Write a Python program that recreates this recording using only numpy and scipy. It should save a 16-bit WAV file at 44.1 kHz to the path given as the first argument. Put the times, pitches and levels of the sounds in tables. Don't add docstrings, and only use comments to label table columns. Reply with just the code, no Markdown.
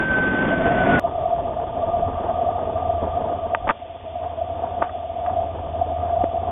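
import sys
import numpy as np
from scipy import signal
from scipy.fft import rfft, irfft, next_fast_len
from scipy.io import wavfile
from scipy.ndimage import uniform_filter1d

SR = 44100
rng = np.random.default_rng(int(sys.argv[2]) if len(sys.argv) > 2 else 0)


def log_audio(samples):
    frames = np.atleast_2d(samples).T
    limited = np.clip(frames, -1, 1)
    pcm = np.round(limited * 32767).astype(np.int16)
    wavfile.write(sys.argv[1], SR, pcm)


N = 287091
TIME = np.arange(N) / SR
CUT_S, BAND_EDGE_HZ = 0.996, 3620

# frequency in Hz, relative level in dB.
NEAR_COLOUR = [(20, -11.5), (38, -20), (55, -2.5), (120, -4.5), (250, 1.5), (430, -5.5), (600, -4.5),
               (850, -9.5), (1200, -14), (1700, -21.5), (1950, -23.5), (2300, -27.5), (3300, -32.5)]
# centre in seconds, level change in dB, length in seconds.
WHEEL_SURGES = [(0.51, 3, 0.068), (0.58, -3, 0.14), (0.67, 2, 0.06), (0.94, 3, 0.24)]
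# time in seconds, pitch in Hz.
TURBO_PITCH = [(0, 1537), (.3, 1532), (.55, 1530), (.72, 1520), (.86, 1498), (1, 1450)]
# time in seconds, level in dB.
TURBO_LEVEL = [(0, -24), (.15, -21.5), (.7, -30.5), (.92, -25.5), (1, -24.5)]
# frequency in Hz, relative level in dB.
WHINE_COLOUR = [(500, -43), (570, -16), (620, -11.5), (650, 0.5), (678, 1), (702, 1), (728, -3.5),
                (755, -17), (795, -23.5), (860, -51)]
# time in seconds, relative level in dB.
WHINE_LEVEL = [(0.5, -27), (0.78, -20), (1.12, -30.5), (1.22, -22), (1.7, -29), (1.8, -22), (2.14, -27),
               (2.48, -20.8), (2.58, -26.5), (3.9, -25.5), (4.0, -33), (4.16, -20.5), (4.44, -27),
               (5.2, -25.5), (5.4, -21.3), (5.56, -31.5), (6.16, -21.8), (6.5, -26)]
# crest in seconds, peak in dB, length in seconds.
WHINE_THROBS = [(0.661, -13, 0.028), (0.898, -12.5, 0.049), (1.051, -11.5, 0.037), (1.261, -11, 0.022),
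                (1.333, -10.5, 0.023), (2.031, -12, 0.029), (2.491, -11.5, 0.019), (2.9, -11, 0.026),
                (3.538, -11, 0.015), (4.266, -13.5, .038), (4.42, -9, 0.022), (4.64, -12, 0.018),
                (5.392, -13, 0.028), (5.82, -9.5, 0.024), (6.173, -12.5, 0.034)]
# frequency in Hz, relative level in dB.
FAR_COLOUR = [(30, -20), (110, -7), (190, -8), (255, -1.5), (340, -5), (450, -1.5), (560, -1), (780, -4.5),
              (890, -0.5), (1000, -7.5), (1120, -9.5), (1340, -20), (1700, -23), (2200, -37), (3500, -41.5)]
# time in seconds, relative level in dB.
ROLLING_LEVEL = [(1.0, -36), (2.18, -33), (3.1, -34.5), (3.92, -37), (4.26, -37.5), (4.8, -37),
                 (4.88, -38.5), (6.5, -37.5)]
# crest in seconds, lift of the roar in dB, length in seconds.
RAIL_SWELLS = [(2.28, 5, .12), (2.52, 1.5, .3), (4.27, 9.5, .22), (4.63, 5.5, 0.2), (5.28, 9, 0.24),
               (6.08, 6.5, 0.26)]
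# frequency in Hz, relative level in dB.
RING_COLOUR = [(1060, -31.5), (1120, -16), (1160, -2.5), (1200, -0.5), (1235, -4), (1275, -16), (1350, -36)]
# time in seconds, level in dB.
RING_LEVEL = [(1, -42.5), (1.35, -42.5), (1.65, -50), (1.95, -40.5), (2.55, -39.5), (4.4, -47.5),
              (5.6, -49.5), (6.0, -45.5), (6.5, -47.5)]
# multiple of the crankshaft speed, relative level in dB.
EXHAUST_ORDERS = [(4, -22), (5, -9.5), (6, -9.5), (7, -22), (8, 5.5), (9, -5.5), (9.45, -2), (11, -16.5),
                  (14, -17)]
# time in seconds, relative level in dB.
EXHAUST_LEVEL = [(1.0, -42.5), (2.32, -39.5), (2.9, -33.5), (3.44, -42), (4.06, -36), (5.12, -39.5),
                 (6.12, -33), (6.5, -36)]
# frequency in Hz, relative level in dB.
WIND_COLOUR = [(8, -29.5), (20, -11), (35, -11), (55, -3), (100, -6), (160, -11), (400, -49)]
# crest in seconds, lift in dB, length in seconds.
GUSTS = [(1.33, 5, 0.63), (2.08, 11.5, .7), (3.05, 7, .9), (3.65, 14, .2), (5.7, 7, .6), (6.23, 13.5, 0.22)]
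# time in seconds, level in dB, brightness in Hz, ring and scuff in dB against
# the thump, scuff's 60 dB decay in seconds, room for chatter before the blow in seconds.
KNOCKS = [(3.549, -2, 1540, 0, -21.5, .03, 0.0032), (3.679, -6, 700, -21, -14, .03, .008),
          (3.6915, -1, 1450, -8, -13.5, .08, 0.0011), (3.7075, 4.5, 1400, -1, -10, .03, .012),
          (4.8256, -7.5, 1020, 1, -19, 0.18, .004), (4.896, -23, 1360, 1.5, -17.5, .04, 0.0039),
          (5.263, -24.5, 1396, 6.5, -6.5, 0.062, 0), (6.242, -11.5, 486, -3, -19.5, .035, 0.0058)]
# frequency in Hz, relative level in dB, 60 dB decay in seconds.
BODY_MODES = [(326, -6.5, 0.018), (673, -0.5, 0.018), (922, -7.5, 0.045), (1210, -6, 0.025),
              (1610, -7.5, 0.01), (1940, -13, 0.019), (2680, -14, 0.018)]
# frequency in Hz, relative level in dB.
SCUFF_COLOUR = [(100, -4), (600, -3.5), (1200, 4), (2000, -12), (3400, -19.5), (4500, -36.5)]
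# frequency in Hz, relative level in dB.
HISS_COLOUR = [(100, -3.5), (2200, -2.5), (2800, 1.5), (3400, 3.5), (4000, -0.5), (4500, -54)]


def gain_of(db):
    return 10 ** (np.asarray(db) / 20)


def unit_rms(x):
    return x / np.sqrt(np.mean(x ** 2) + 1e-20)


def ride(rows):
    return np.interp(TIME, *np.transpose(rows))


def swells(rows):
    return sum(db * np.cos(np.pi * np.clip((TIME - s) / length, -.5, .5)) ** 2 for s, db, length in rows)


def noise(shape):
    size = next_fast_len(N)
    hz = np.fft.rfftfreq(size, 1 / SR)
    return unit_rms(irfft(rfft(rng.standard_normal(size)) * shape(hz), size)[:N])


def colour(points, hz):
    point_hz, db = np.transpose(points)
    return gain_of(np.interp(np.log(hz + 1), np.log(point_hz), db))


def below(hz, edge_hz, order=4):
    return 1 / np.sqrt(1 + (hz / edge_hz) ** (2 * order))


def waver(rate_hz):
    return noise(lambda hz: below(hz, rate_hz, order=2))


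def two_bands(points, split_hz):
    low = noise(lambda hz: colour(points, hz) * below(hz, split_hz))
    high = noise(lambda hz: colour(points, hz) * np.sqrt(1 - below(hz, split_hz) ** 2)
                 * below(hz, BAND_EDGE_HZ, order=12))
    return low, high


def near_wheels(approach_db_per_s=4.5):
    rise_db = approach_db_per_s * TIME + swells(WHEEL_SURGES)
    rumble, hiss = two_bands(NEAR_COLOUR, split_hz=1530)
    shake_db = 1.2 * waver(rate_hz=24)
    return (rumble * gain_of(-24.5) + hiss * gain_of(-36)) * gain_of(rise_db + shake_db)


def turbocharger(beat_hz=7.34, null_s=0.606, echo_growth_per_s=0.76):
    pitch_hz = ride(TURBO_PITCH) * (1 + 0.0027 * waver(rate_hz=6.7))
    cycles = np.cumsum(pitch_hz) / SR
    echo_share = np.clip(echo_growth_per_s * TIME, 0, .6)
    echo = echo_share * np.sin(2 * np.pi * (cycles + beat_hz * (TIME - null_s)))
    whistle = np.sqrt(2) * (np.sin(2 * np.pi * cycles) - echo)
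    return whistle * gain_of(ride(TURBO_LEVEL) + 1.3 * waver(rate_hz=38))


def whine(start_s=0.465, attack_s=.03, steadiness=0.27, throb_hz=692, spread_hz=14, flutter_db=1.5):
    tone = noise(lambda hz: colour(WHINE_COLOUR, hz))
    shift_hz = 7 + 2.5 * (TIME - TIME.mean()) + 9 * waver(rate_hz=11.8)
    analytic = signal.hilbert(tone, next_fast_len(N))[:N]
    tone = (analytic * np.exp(2j * np.pi * np.cumsum(shift_hz) / SR)).real
    power = uniform_filter1d(uniform_filter1d(tone ** 2, size=3000), size=2000)
    tone = unit_rms(tone / power ** (steadiness / 2))
    fade_in = np.clip((TIME - start_s) / attack_s, 0, 1)
    out = tone * fade_in * gain_of(ride(WHINE_LEVEL) + 0.15 + flutter_db * waver(rate_hz=13))
    for s, db, length in WHINE_THROBS:
        detune, phase = rng.uniform(-1, 1, 2)
        swell = np.hanning(round(length * SR))
        span = round((s - length / 2) * SR) + np.arange(len(swell))
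        pure = np.sin(2 * np.pi * (throb_hz + spread_hz * detune) * TIME[span] + np.pi * phase)
        out[span] = out[span] * (1 - np.sqrt(swell)) + gain_of(db) * swell * pure
    return out


def far_wheels():
    rolling_db, swell_db = ride(ROLLING_LEVEL), swells(RAIL_SWELLS)
    rumble, roar = two_bands(FAR_COLOUR, split_hz=724)
    lumps, flicker = waver(rate_hz=20), waver(rate_hz=43)
    rumble_db = rolling_db + 0.18 * swell_db + 0.37 + 3.0 * lumps
    roar_db = rolling_db + swell_db - 4.5 + 1.9 * lumps + 2.5 * flicker
    return rumble * gain_of(rumble_db) + roar * gain_of(roar_db)


def upper_ring():
    ring = noise(lambda hz: colour(RING_COLOUR, hz))
    return ring * gain_of(ride(RING_LEVEL) + 2.0 * waver(rate_hz=20))


def far_exhaust(shaft_hz=10.17):
    turns = rng.random() + np.cumsum(shaft_hz * (1 + 0.009 * waver(rate_hz=4))) / SR
    partials = sum(gain_of(db + 1.5 * waver(rate_hz=3.5)) * np.cos(2 * np.pi * order * turns)
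                   for order, db in EXHAUST_ORDERS)
    return unit_rms(partials) * gain_of(ride(EXHAUST_LEVEL) + 2.07)


def wind(breeze_db=-41.5, fade_db_per_s=1.5):
    level_db = breeze_db - fade_db_per_s * TIME + swells(GUSTS)
    return noise(lambda hz: colour(WIND_COLOUR, hz)) * gain_of(level_db + 2.9 * waver(rate_hz=48))


def contacts(gap_s=0.00343, jitter=.05, rise_db=2.5):
    for s, db, *timbre, chatter_s in KNOCKS:
        yield s, db, *timbre
        for k in range(1, 1 + int(chatter_s / gap_s)):
            early_s = gap_s * (k + jitter * rng.standard_normal())
            yield s - early_s, db - rise_db * k, *timbre


def knocks(lead_s=.002):
    t = np.arange(8000) / SR
    since_hit = t - lead_s
    body = sum(gain_of(db - 60 * t / t60) * np.sin(2 * np.pi * hz * t) for hz, db, t60 in BODY_MODES)
    grit = noise(lambda hz: colour(SCUFF_COLOUR, hz))
    out = np.zeros(N)
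    for s, db, bright_hz, ring_db, scuff_db, scuff_t60 in contacts():
        span = round((s - lead_s) * SR) + np.arange(len(t))
        pulse_time = np.pi * bright_hz * since_hit
        thump = (2 * pulse_time ** 2 - 1) * np.exp(-pulse_time ** 2)
        ring = signal.fftconvolve(thump, body)[:len(t)]
        scuff = grit[span] * (since_hit > 0) * gain_of(scuff_db - 60 * since_hit / scuff_t60)
        out[span] += gain_of(db) * (thump + gain_of(ring_db) * ring / abs(ring).max() + scuff)
    return out


def limiter(x, threshold_db=-7.0, recovery_db_per_s=11, attack_s=0.0012):
    over_db = np.maximum(20 * np.log10(abs(x) + 1e-9) - threshold_db, 0)
    recovery_db = TIME * recovery_db_per_s
    held_db = np.maximum.accumulate(over_db + recovery_db) - recovery_db
    pole = np.exp(-1 / (attack_s * SR))
    return x * gain_of(-signal.lfilter([1 - pole], [1, -pole], held_db))


def low_pass(x, edge_hz):
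    return signal.oaconvolve(x, signal.firwin(441, edge_hz, window=("kaiser", 9), fs=SR), "same")


def scene():
    cut = np.clip((TIME - CUT_S) * 1000, 0, 1)
    far = far_wheels() + upper_ring() + far_exhaust() + wind()
    near = near_wheels() + turbocharger()
    return ((1 - cut) * near + cut * far + whine() + knocks())[None]


def record(dry, ceiling=.88, hiss_db=-51, tick_db=-16, tick_decay_s=0.00028):
    sound = np.clip(limiter(dry[0]), -ceiling, ceiling)
    sound += gain_of(hiss_db) * noise(lambda hz: colour(HISS_COLOUR, hz))
    since_cut = TIME - CUT_S
    tick = gain_of(tick_db) * (since_cut >= 0) * np.exp(-abs(since_cut) / tick_decay_s)
    return low_pass(low_pass(sound, BAND_EDGE_HZ) + tick, edge_hz=15800)[None]


dry = scene()
out = record(dry)
log_audio(out)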